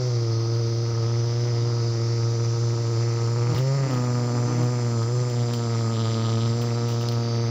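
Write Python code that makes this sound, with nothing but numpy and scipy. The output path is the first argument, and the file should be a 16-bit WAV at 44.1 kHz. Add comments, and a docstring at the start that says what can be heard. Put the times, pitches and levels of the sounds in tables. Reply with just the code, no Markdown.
"""A deep drone comes first: a large bee hovers close by in a bamboo thicket, beating its wings about
117 times a second. Each beat adds a puff of air, a flick and a snap to the hum. Other bees hum behind
it and a few dart past, dropping in pitch. Cicadas shrill in the trees over faint air, foliage and
recorder hiss, and dry twigs and leaves tick as someone moves through the undergrowth."""
import sys
import numpy as np
from scipy import signal
from scipy.fft import rfft, irfft, next_fast_len
from scipy.io import wavfile
from scipy.ndimage import uniform_filter1d, map_coordinates

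SR = 44100
rng = np.random.default_rng(int(sys.argv[2]) if len(sys.argv) > 2 else 0)


def file_out(sig):
    """Save sig as 16-bit WAV at sys.argv[1]."""
    # one column per channel
    cols = np.atleast_2d(sig).T
    # limit, then scale
    lim = np.clip(cols, -1, 1)
    pcm = np.round(lim * 32767).astype(np.int16)
    wavfile.write(sys.argv[1], SR, pcm)


N = 330970
TIME = np.arange(N) / SR


def amp(db):
    """Turns decibels into a number to multiply by."""
    return 10 ** (np.asarray(db) / 20)


def unit(x):
    """Scales x to an average strength (rms) of 1."""
    return x / np.sqrt(np.mean(x ** 2) + 1e-20)


def curve(rows):
    """Joins (time, value) points with straight lines: one value per sample."""
    return np.interp(TIME, *np.transpose(rows))


def bump(at, half):
    """A smooth hill, 1 high at time `at` and about a third as high `half` seconds to either side."""
    return np.exp(-((TIME - at) / half) ** 2)


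def level_at(points, hz):
    """Looks up the level at hz in a table of (frequency, level) points."""
    f, db = np.transpose(points)
    return np.interp(np.log(hz + 1), np.log(f + 1), db)


def colour(x, points):
    """Gives x a table's balance of low and high frequencies, then scales it to strength 1."""
    size = next_fast_len(len(x) + 2048)
    gains = amp(level_at(points, np.fft.rfftfreq(size, 1 / SR)))
    return unit(irfft(rfft(x, size) * gains, size)[:len(x)])


def wander(rate):
    """A smooth random wobble of strength 1 that changes about `rate` times a second."""
    knots = rng.standard_normal(4096)
    grid = np.arange(0, N, 32)
    smooth = map_coordinates(knots, [grid * rate / SR], mode="wrap")
    return unit(np.interp(np.arange(N), grid, smooth))


def cycles(hz):
    """Counts the vibrations completed so far as a pitch changes."""
    return np.cumsum(hz) / SR


# Tone colour of the quiet background, with the recorder's hiss near 14.4 kHz: f/Hz, level/dB
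BACKGROUND_COLOUR = [(20, -9), (50, -3), (85, -9), (400, 0.5), (900, -8.5), (1600, -12.5), (2800, -28.5),
                     (4000, -39.5), (7000, -31.5), (10000, -38.5), (13700, -55), (14400, -23.5),
                     (15500, -36.5)]


def background(db=-48, swell_db=1):
    """Faint air and foliage, with the recorder's thin high hiss, make a soft, steady noise."""
    return amp(db + swell_db * wander(48)) * colour(rng.standard_normal(N), BACKGROUND_COLOUR)


def streaked_hiss(streak_db, width_hz, rise_per_s):
    """Hiss in which narrow bands of pitch stand out for a while and slowly rise."""
    hz, t, spectrum = signal.stft(rng.standard_normal(N), SR, nperseg=4096)
    lane = hz[:, None] * (1 - rise_per_s * t) / width_hz
    moment = np.broadcast_to(1.612 * t, lane.shape)
    streaks = map_coordinates(rng.standard_normal((2048, 32)), [lane, moment], order=1, mode="wrap")
    return signal.istft(spectrum * amp(streak_db * unit(streaks)), SR)[1][:N]


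# Tone colour of many cicadas together: f/Hz, level/dB
CHORUS_SPECTRUM = [(2500, -20), (3700, -14.5), (4400, -7), (4800, -3), (5150, -2), (5500, -6), (6100, -4.5),
                   (6400, -10), (6650, -25), (7500, -28), (9000, -53)]


def cicada_chorus(db=-41, lull_db=-2, shimmer_db=0.5):
    """Many cicadas blur into one shimmering hiss that slowly eases off once and comes back."""
    hiss = streaked_hiss(streak_db=2.5, width_hz=19, rise_per_s=0.0088)
    level = db + lull_db * bump(at=4.77, half=1.6) + shimmer_db * wander(30)
    return amp(level) * colour(hiss, CHORUS_SPECTRUM)


def lone_cicada(start_s=0.36, length_s=7.05, low_hz=6870, high_hz=7280, width_hz=560):
    """One higher cicada repeats a long song that swells, climbs in pitch and quickly runs down."""
    progress = (TIME - start_s) / length_s % 1
    swell = abs(np.sin(np.pi * progress ** 1.8)) ** 0.65
    pitch = np.interp(progress, [0, 0.9, 1], [low_hz, high_hz, low_hz])
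    carrier = np.exp(2j * np.pi * cycles(pitch))
    hiss = streaked_hiss(streak_db=-0.5, width_hz=25, rise_per_s=0.006)
    # Keep only the hiss near the pitch: shift it down to 0 Hz, filter it, shift it back.
    lowpass = signal.butter(3, width_hz / 2, fs=SR, output="sos")
    shrill = signal.sosfilt(lowpass, hiss / carrier) * carrier
    overtone = 1 + amp(-20) * np.exp(2j * np.pi * 1150 * TIME)  # adds a faint copy 1150 Hz higher
    return (amp(-71.5) + amp(-50) * swell) * unit((shrill * overtone).real)


# Pure notes in the chorus: t/s, level/dB, f/Hz, half length/s
CICADA_NOTES = [(1.9, -47.5, 4808, 0.62), (2.12, -47.5, 5500, 0.22), (2.4, -48.5, 5900, 0.2),
                (3.1, -57, 6120, 0.23), (4.53, -49, 6100, 0.24), (7.33, -43, 4640, 0.16)]


def cicada_notes(rise_per_s=0.0054, waver=0.0016):
    """Thin whistles fade in and out of the chorus, each rising a little."""
    out = np.zeros(N)
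    for at, db, hz, half in CICADA_NOTES:
        pitch = hz * (1 + rise_per_s * (TIME - at) + waver * wander(90))
        out += amp(db) * bump(at, half) * unit(np.sin(2 * np.pi * cycles(pitch)))
    return out


def faint_twigs(count=7, db=-45.5, spread_db=8.5, rustle_s=0.02, knock_db=-14):
    """Extra rows for TWIG_CRACKS: small ticks in the undergrowth at random moments."""
    return [(when * N / SR, db + spread_db * (2 * force - 1), rustle_s, knock_db)
            for when, force in rng.random((count, 2))]


# Twigs cracking: t/s, relative level/dB, rustle length/s, knock boost/dB
TWIG_CRACKS = [(3.548, -35, 0.036, 8), (3.578, -27.5, .015, -4), (3.91, -35, 0.0077, -5),
               (3.935, -36, 0.027, -2), (4.629, -38, 0.022, -3), (5.029, -42, 0.0076, 13),
               (5.298, -32, 0.0044, -10), (5.536, -28, .013, 4), (6.616, -27, .013, -6),
               (6.885, -32, 0.043, -14), (7.009, -32, 0.018, -12), (7.087, -24, 0.0026, 6),
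               (7.119, -33.5, .014, -11)]
# The notes a twig rings with: f/Hz, level/dB, time to fade by 60 dB/s
TWIG_RINGS = [(4300, -2, 0.047), (4140, -12, 0.043), (4910, 2.5, 0.0097), (4900, 1, 0.011)]
# Tone colour of dry crackling, with a thin microphone ring near 15 kHz: f/Hz, level/dB
CRACKLE_SPECTRUM = [(1000, -21.5), (3000, 16.5), (5000, 6), (7500, -3), (10000, -5.5), (13500, -9),
                    (15000, 8.5), (16000, -7.5)]


def twigs(crackle_db=-11, knock_db=-10, grain_db=5, settle_db=-17, settle_s=0.079, size=12000):
    """A twig cracks and rings briefly, then the leaves on it crackle and settle."""
    out, t = np.zeros(N + size), np.arange(size) / SR
    for at, db, rustle_s, boost_db in TWIG_CRACKS + faint_twigs():
        noise, grain_sizes = rng.standard_normal((2, size))
        grains = noise * amp(grain_db * unit(uniform_filter1d(grain_sizes, 25)))
        fade = np.exp(-t / rustle_s) + amp(settle_db) * np.exp(-t / settle_s)
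        crackle = amp(crackle_db) * colour(grains, CRACKLE_SPECTRUM) * fade
        stiffness = rng.uniform(0.99, 1.01)  # each twig is tuned a little differently
        ring = sum(amp(ring_db - 60 * t / ring_s) * np.sin(2 * np.pi * hz * stiffness * t)
                   for hz, ring_db, ring_s in TWIG_RINGS)
        out[round(at * SR):][:size] += amp(db) * (crackle + amp(knock_db + boost_db) * ring)
    return out[:N]


def wing_buzz(hz, points, harmonics):
    """Beating wings make harmonics: tones at 1, 2, 3... times the rate of the beat."""
    angle = 2 * np.pi * (cycles(hz) + rng.random())
    return unit(sum(amp(level_at(points, k * hz.mean())) * np.cos(k * angle)
                    for k in range(1, harmonics + 1)))


# Tone colour of the farther bees: f/Hz, level/dB
FAR_BEE_COLOUR = [(150, -13), (300, -8.5), (450, -18.5), (750, -16.5), (1300, -16), (2500, -32.5)]


def far_bees(db=-46, hz=152, drift=0.04, swell_db=4, count=5):
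    """Farther bees hum together, each wandering in pitch and distance."""
    out = np.zeros(N)
    for _ in range(count):
        pitch = hz * (1 + drift * wander(5) + 0.015 * wander(50))
        out += wing_buzz(pitch, FAR_BEE_COLOUR, harmonics=9) * amp(swell_db * wander(4))
    return amp(db) * unit(out)


# Bees darting past: t/s, level/dB, wingbeat f/Hz, half length/s
FLY_BYS = [(3.53, -27, 158.2, 0.033), (3.883, -34, 146, .035), (3.958, -34, 154.8, 0.031),
           (4.378, -38, 141.7, .07), (4.514, -32, 152, 0.044), (4.601, -28, 157.4, .03)]
# Tone colour of their buzz: f/Hz, level/dB
FLY_BY_COLOUR = [(140, -10), (158, 9.5), (300, 6), (450, -3), (750, -8), (1300, -12.5), (2500, -51)]
# Tone colour of air stirred by wings, theirs and the large bee's: f/Hz, level/dB
AIR_COLOUR = [(30, -4), (80, -11.5), (160, -0.5), (450, -6.5), (700, -9), (1100, -24), (1260, -15),
              (1450, -18.5), (2000, -13.5), (2700, -19), (4000, -32), (8000, -47)]


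def passing_bees(pitch_drop=0.0081, unsteady=0.0089, air_share=0.21):
    """Each bee swells as it nears and drops in pitch as it leaves, dragging a rush of air."""
    out, waver = np.zeros(N), wander(60)
    rush = colour(rng.standard_normal(N), AIR_COLOUR)
    for at, db, hz, half in FLY_BYS:
        near = abs(TIME - at) < 4 * half
        position = (TIME[near] - at) / half  # below 0 coming, above 0 going
        pitch = hz * (1 - pitch_drop * np.tanh(position) + unsteady * waver[near])
        buzz = wing_buzz(pitch, FLY_BY_COLOUR, harmonics=14)
        out[near] += amp(db) * (buzz + air_share * rush[near]) / np.cosh(1.12 * position)
    return out


def once_per_beat(beats):
    """One click each time the count of wingbeats passes a whole number."""
    return np.diff(np.floor(beats), prepend=0) > 0


def wing_puffs(upstrokes, nearer_db, db=-46, sharpness=4, steady=0.29):
    """The wings stir the air all the time, with a stronger puff at the end of each upstroke."""
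    puffs = steady + np.exp(sharpness * (np.cos(2 * np.pi * upstrokes) - 1))
    return amp(db + 0.77 * nearer_db + wander(15)) * colour(puffs * rng.standard_normal(N), AIR_COLOUR)


# Tone colour of a wing's light flick: f/Hz, level/dB
FLICK_SPECTRUM = [(100, -73.5), (800, -24.5), (1260, 2.5), (1450, -18), (2000, 8), (2700, -7.5),
                  (3300, -24.5), (6000, -53.5), (16000, -73.5)]


def wing_flicks(upstrokes, nearer_db, db=-53):
    """A light flick ends each upstroke, some stronger than others."""
    clicks = once_per_beat(upstrokes) * amp(2 * wander(60) + 2 * wander(7))
    return amp(db + 0.21 * nearer_db) * colour(clicks, FLICK_SPECTRUM)


# Spells when the wings snap hard: start t/s, end t/s, level/dB
SNAP_SPELLS = [(1.02, 1.699, -58.5), (5.35, 5.848, -53), (5.917, 6.494, -44.5), (6.51, 7.51, -55)]
# Tone colour of a snap: f/Hz, level/dB
SNAP_SPECTRUM = [(100, -72.5), (1200, -31.5), (2200, -28), (3000, 6), (4000, 6), (5000, -14), (8000, -47),
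                 (16000, -77.5)]


def wing_snaps(beats, rest_db=-70.5, fade_s=0.027, uneven_db=4.5, sputter_db=1.2):
    """The wing snaps as it turns over: faintly between spells, hard and sputtering during them."""
    clicks = once_per_beat(beats) * amp(uneven_db * np.tanh(wander(110)))
    strength = np.full(N, amp(rest_db))
    for start, end, db in SNAP_SPELLS:
        inside_s = np.minimum(TIME - start, end - TIME)
        strength += amp(db) * np.clip(inside_s / fade_s + 0.5, 0, 1)
    sputter = amp(sputter_db * np.tanh(wander(22)))
    return strength * sputter * colour(clicks, SNAP_SPECTRUM)


def stroke_phase(k, swish=0.2, lead_beats=0.2, relax_beats=0.22):
    """Timing of harmonic k: a soft upstroke swish, then the downstroke's sudden push that relaxes."""
    upstroke = -1j * swish * k * np.exp(-(k / 3) ** 2 / 2) * np.exp(2j * np.pi * k * lead_beats)
    downstroke = 1 / (1 / (2 * np.pi * relax_beats) + 1j * k)
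    return np.angle(upstroke + downstroke)


# How far the bee has turned side-on, heard as its second harmonic: t/s, level/dB
BEE_TURN = [(0.05, -50), (1.0, -43), (3.78, -42), (3.93, -34), (4.99, -36), (5.15, -44), (5.36, -36),
            (6.19, -34.5), (7.5, -36)]
# Balance of its low harmonics when head-on: harmonic number, level/dB
HEAD_ON = [(1, 4), (2, -11), (3, -8.5), (4, -10), (5, -19.5), (6, -28)]
# The same when side-on: harmonic number, level/dB
SIDE_ON = [(1, 2), (2, -8), (3, -11), (4, -8.5), (5, -14), (6, -16)]
# Tone colour of its rasp, with peaks the high harmonics glide through: f/Hz, level/dB
RASP_SPECTRUM = [(780, 0), (940, 5), (1080, -0.5), (1170, 4), (1260, 10.5), (1350, -1.5), (1480, -5),
                 (2000, -15.5), (2700, -33)]


def wing_drone(beats, hz, nearer_db, rasp_db, hum_db=-23.5, buzz_db=-33.5):
    """The deep hum hardly changes; the second harmonic beams sideways and grows as the buzz eases."""
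    turn_db = curve(BEE_TURN)
    side_on = np.clip((turn_db + 43.5) / 10.5, 0, 1)  # 0 is head-on, 1 is side-on
    tones = {k: np.cos(2 * np.pi * k * beats + stroke_phase(k)) for k in range(1, 23)}
    low = [amp(head + (side - head) * side_on + 0.85 * wander(12)) * tones[k]
           for (k, head), (_, side) in zip(HEAD_ON, SIDE_ON)]
    high = sum(amp(level_at(RASP_SPECTRUM, k * hz)) * tones[k] for k in range(7, 23))
    hum = amp(hum_db + 0.15 * nearer_db - 0.08 * wander(5.3)) * unit(low[0])
    second = amp(turn_db) * unit(low[1])
    buzz = amp(buzz_db - 0.097 * (turn_db - turn_db.mean())) * unit(sum(low[2:]))
    # Each part flutters in loudness at its own speed.
    return (hum * (1 + 0.083 * wander(65))
            + second * (1 + 0.14 * wander(25))
            + buzz * (1 + 0.07 * wander(60))
            + amp(rasp_db) * unit(high * (1 + 0.32 * wander(110))))


# How fast the large bee beats its wings: t/s, f/Hz
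BEAT_RATE = [(0.0, 126.7), (0.27, 113.9), (0.9, 116.4), (0.96, 114.3), (1.36, 118.8), (1.9, 116.6),
             (2.0, 115.7), (2.65, 116.5), (3.26, 116.1), (3.55, 121.1), (3.59, 129.4), (3.78, 138.9),
             (3.97, 123.6), (4.39, 119.9), (4.76, 122.4), (5.03, 113.8), (5.16, 124.3), (5.35, 119.9),
             (5.95, 113.6), (6.37, 113.7), (6.6, 117.9), (7.5, 116.9)]
# How near it hovers, heard as the strength of its rasp: t/s, relative level/dB
BEE_NEARNESS = [(0.03, -48), (0.3, -46.5), (0.82, -48), (0.92, -41.5), (1.36, -45.5), (2.98, -42.5),
                (3.4, -38.5), (3.59, -36.5), (3.65, -41), (3.84, -35.5), (5.29, -41), (6.1, -38),
                (6.79, -40), (7.5, -40)]
# Its beat stumbles as it dodges and again as it settles: t/s, half length/s
BEAT_STUMBLES = [(3.548, 0.0302), (3.883, 0.02)]


def hovering_bee(jitter=0.0088, stumble_jitter=0.07, stumble_db=-4):
    """The large bee's wings drone, brighter as it nears, and stumble twice as other bees dart close."""
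    hz, nearness_db = curve(BEAT_RATE), curve(BEE_NEARNESS)
    nearer_db = nearness_db - nearness_db.mean()
    stumble = sum(bump(at, half) for at, half in BEAT_STUMBLES)
    beats = cycles(hz * (1 + (jitter + stumble_jitter * stumble) * wander(80)))
    upstrokes = beats + 0.1323  # each upstroke ends just before the wing turns over
    drone = amp(stumble_db * stumble) * wing_drone(beats, hz, nearer_db, rasp_db=nearness_db - 2)
    return drone + wing_puffs(upstrokes, nearer_db) + wing_flicks(upstrokes, nearer_db) + wing_snaps(beats)


def scene():
    """Bees, cicadas, twigs and the background add up in one channel."""
    bees = hovering_bee() + passing_bees() + far_bees()
    cicadas = cicada_chorus() + lone_cicada() + cicada_notes()
    return (bees + cicadas + twigs() + background())[None]


def record(dry, top_hz=15800):
    """The recorder cuts off the very highest treble."""
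    lowpass = signal.firwin(511, top_hz, window=("kaiser", 9), fs=SR)
    return signal.oaconvolve(dry, lowpass[None], "same")


dry = scene()
out = record(dry)
file_out(out)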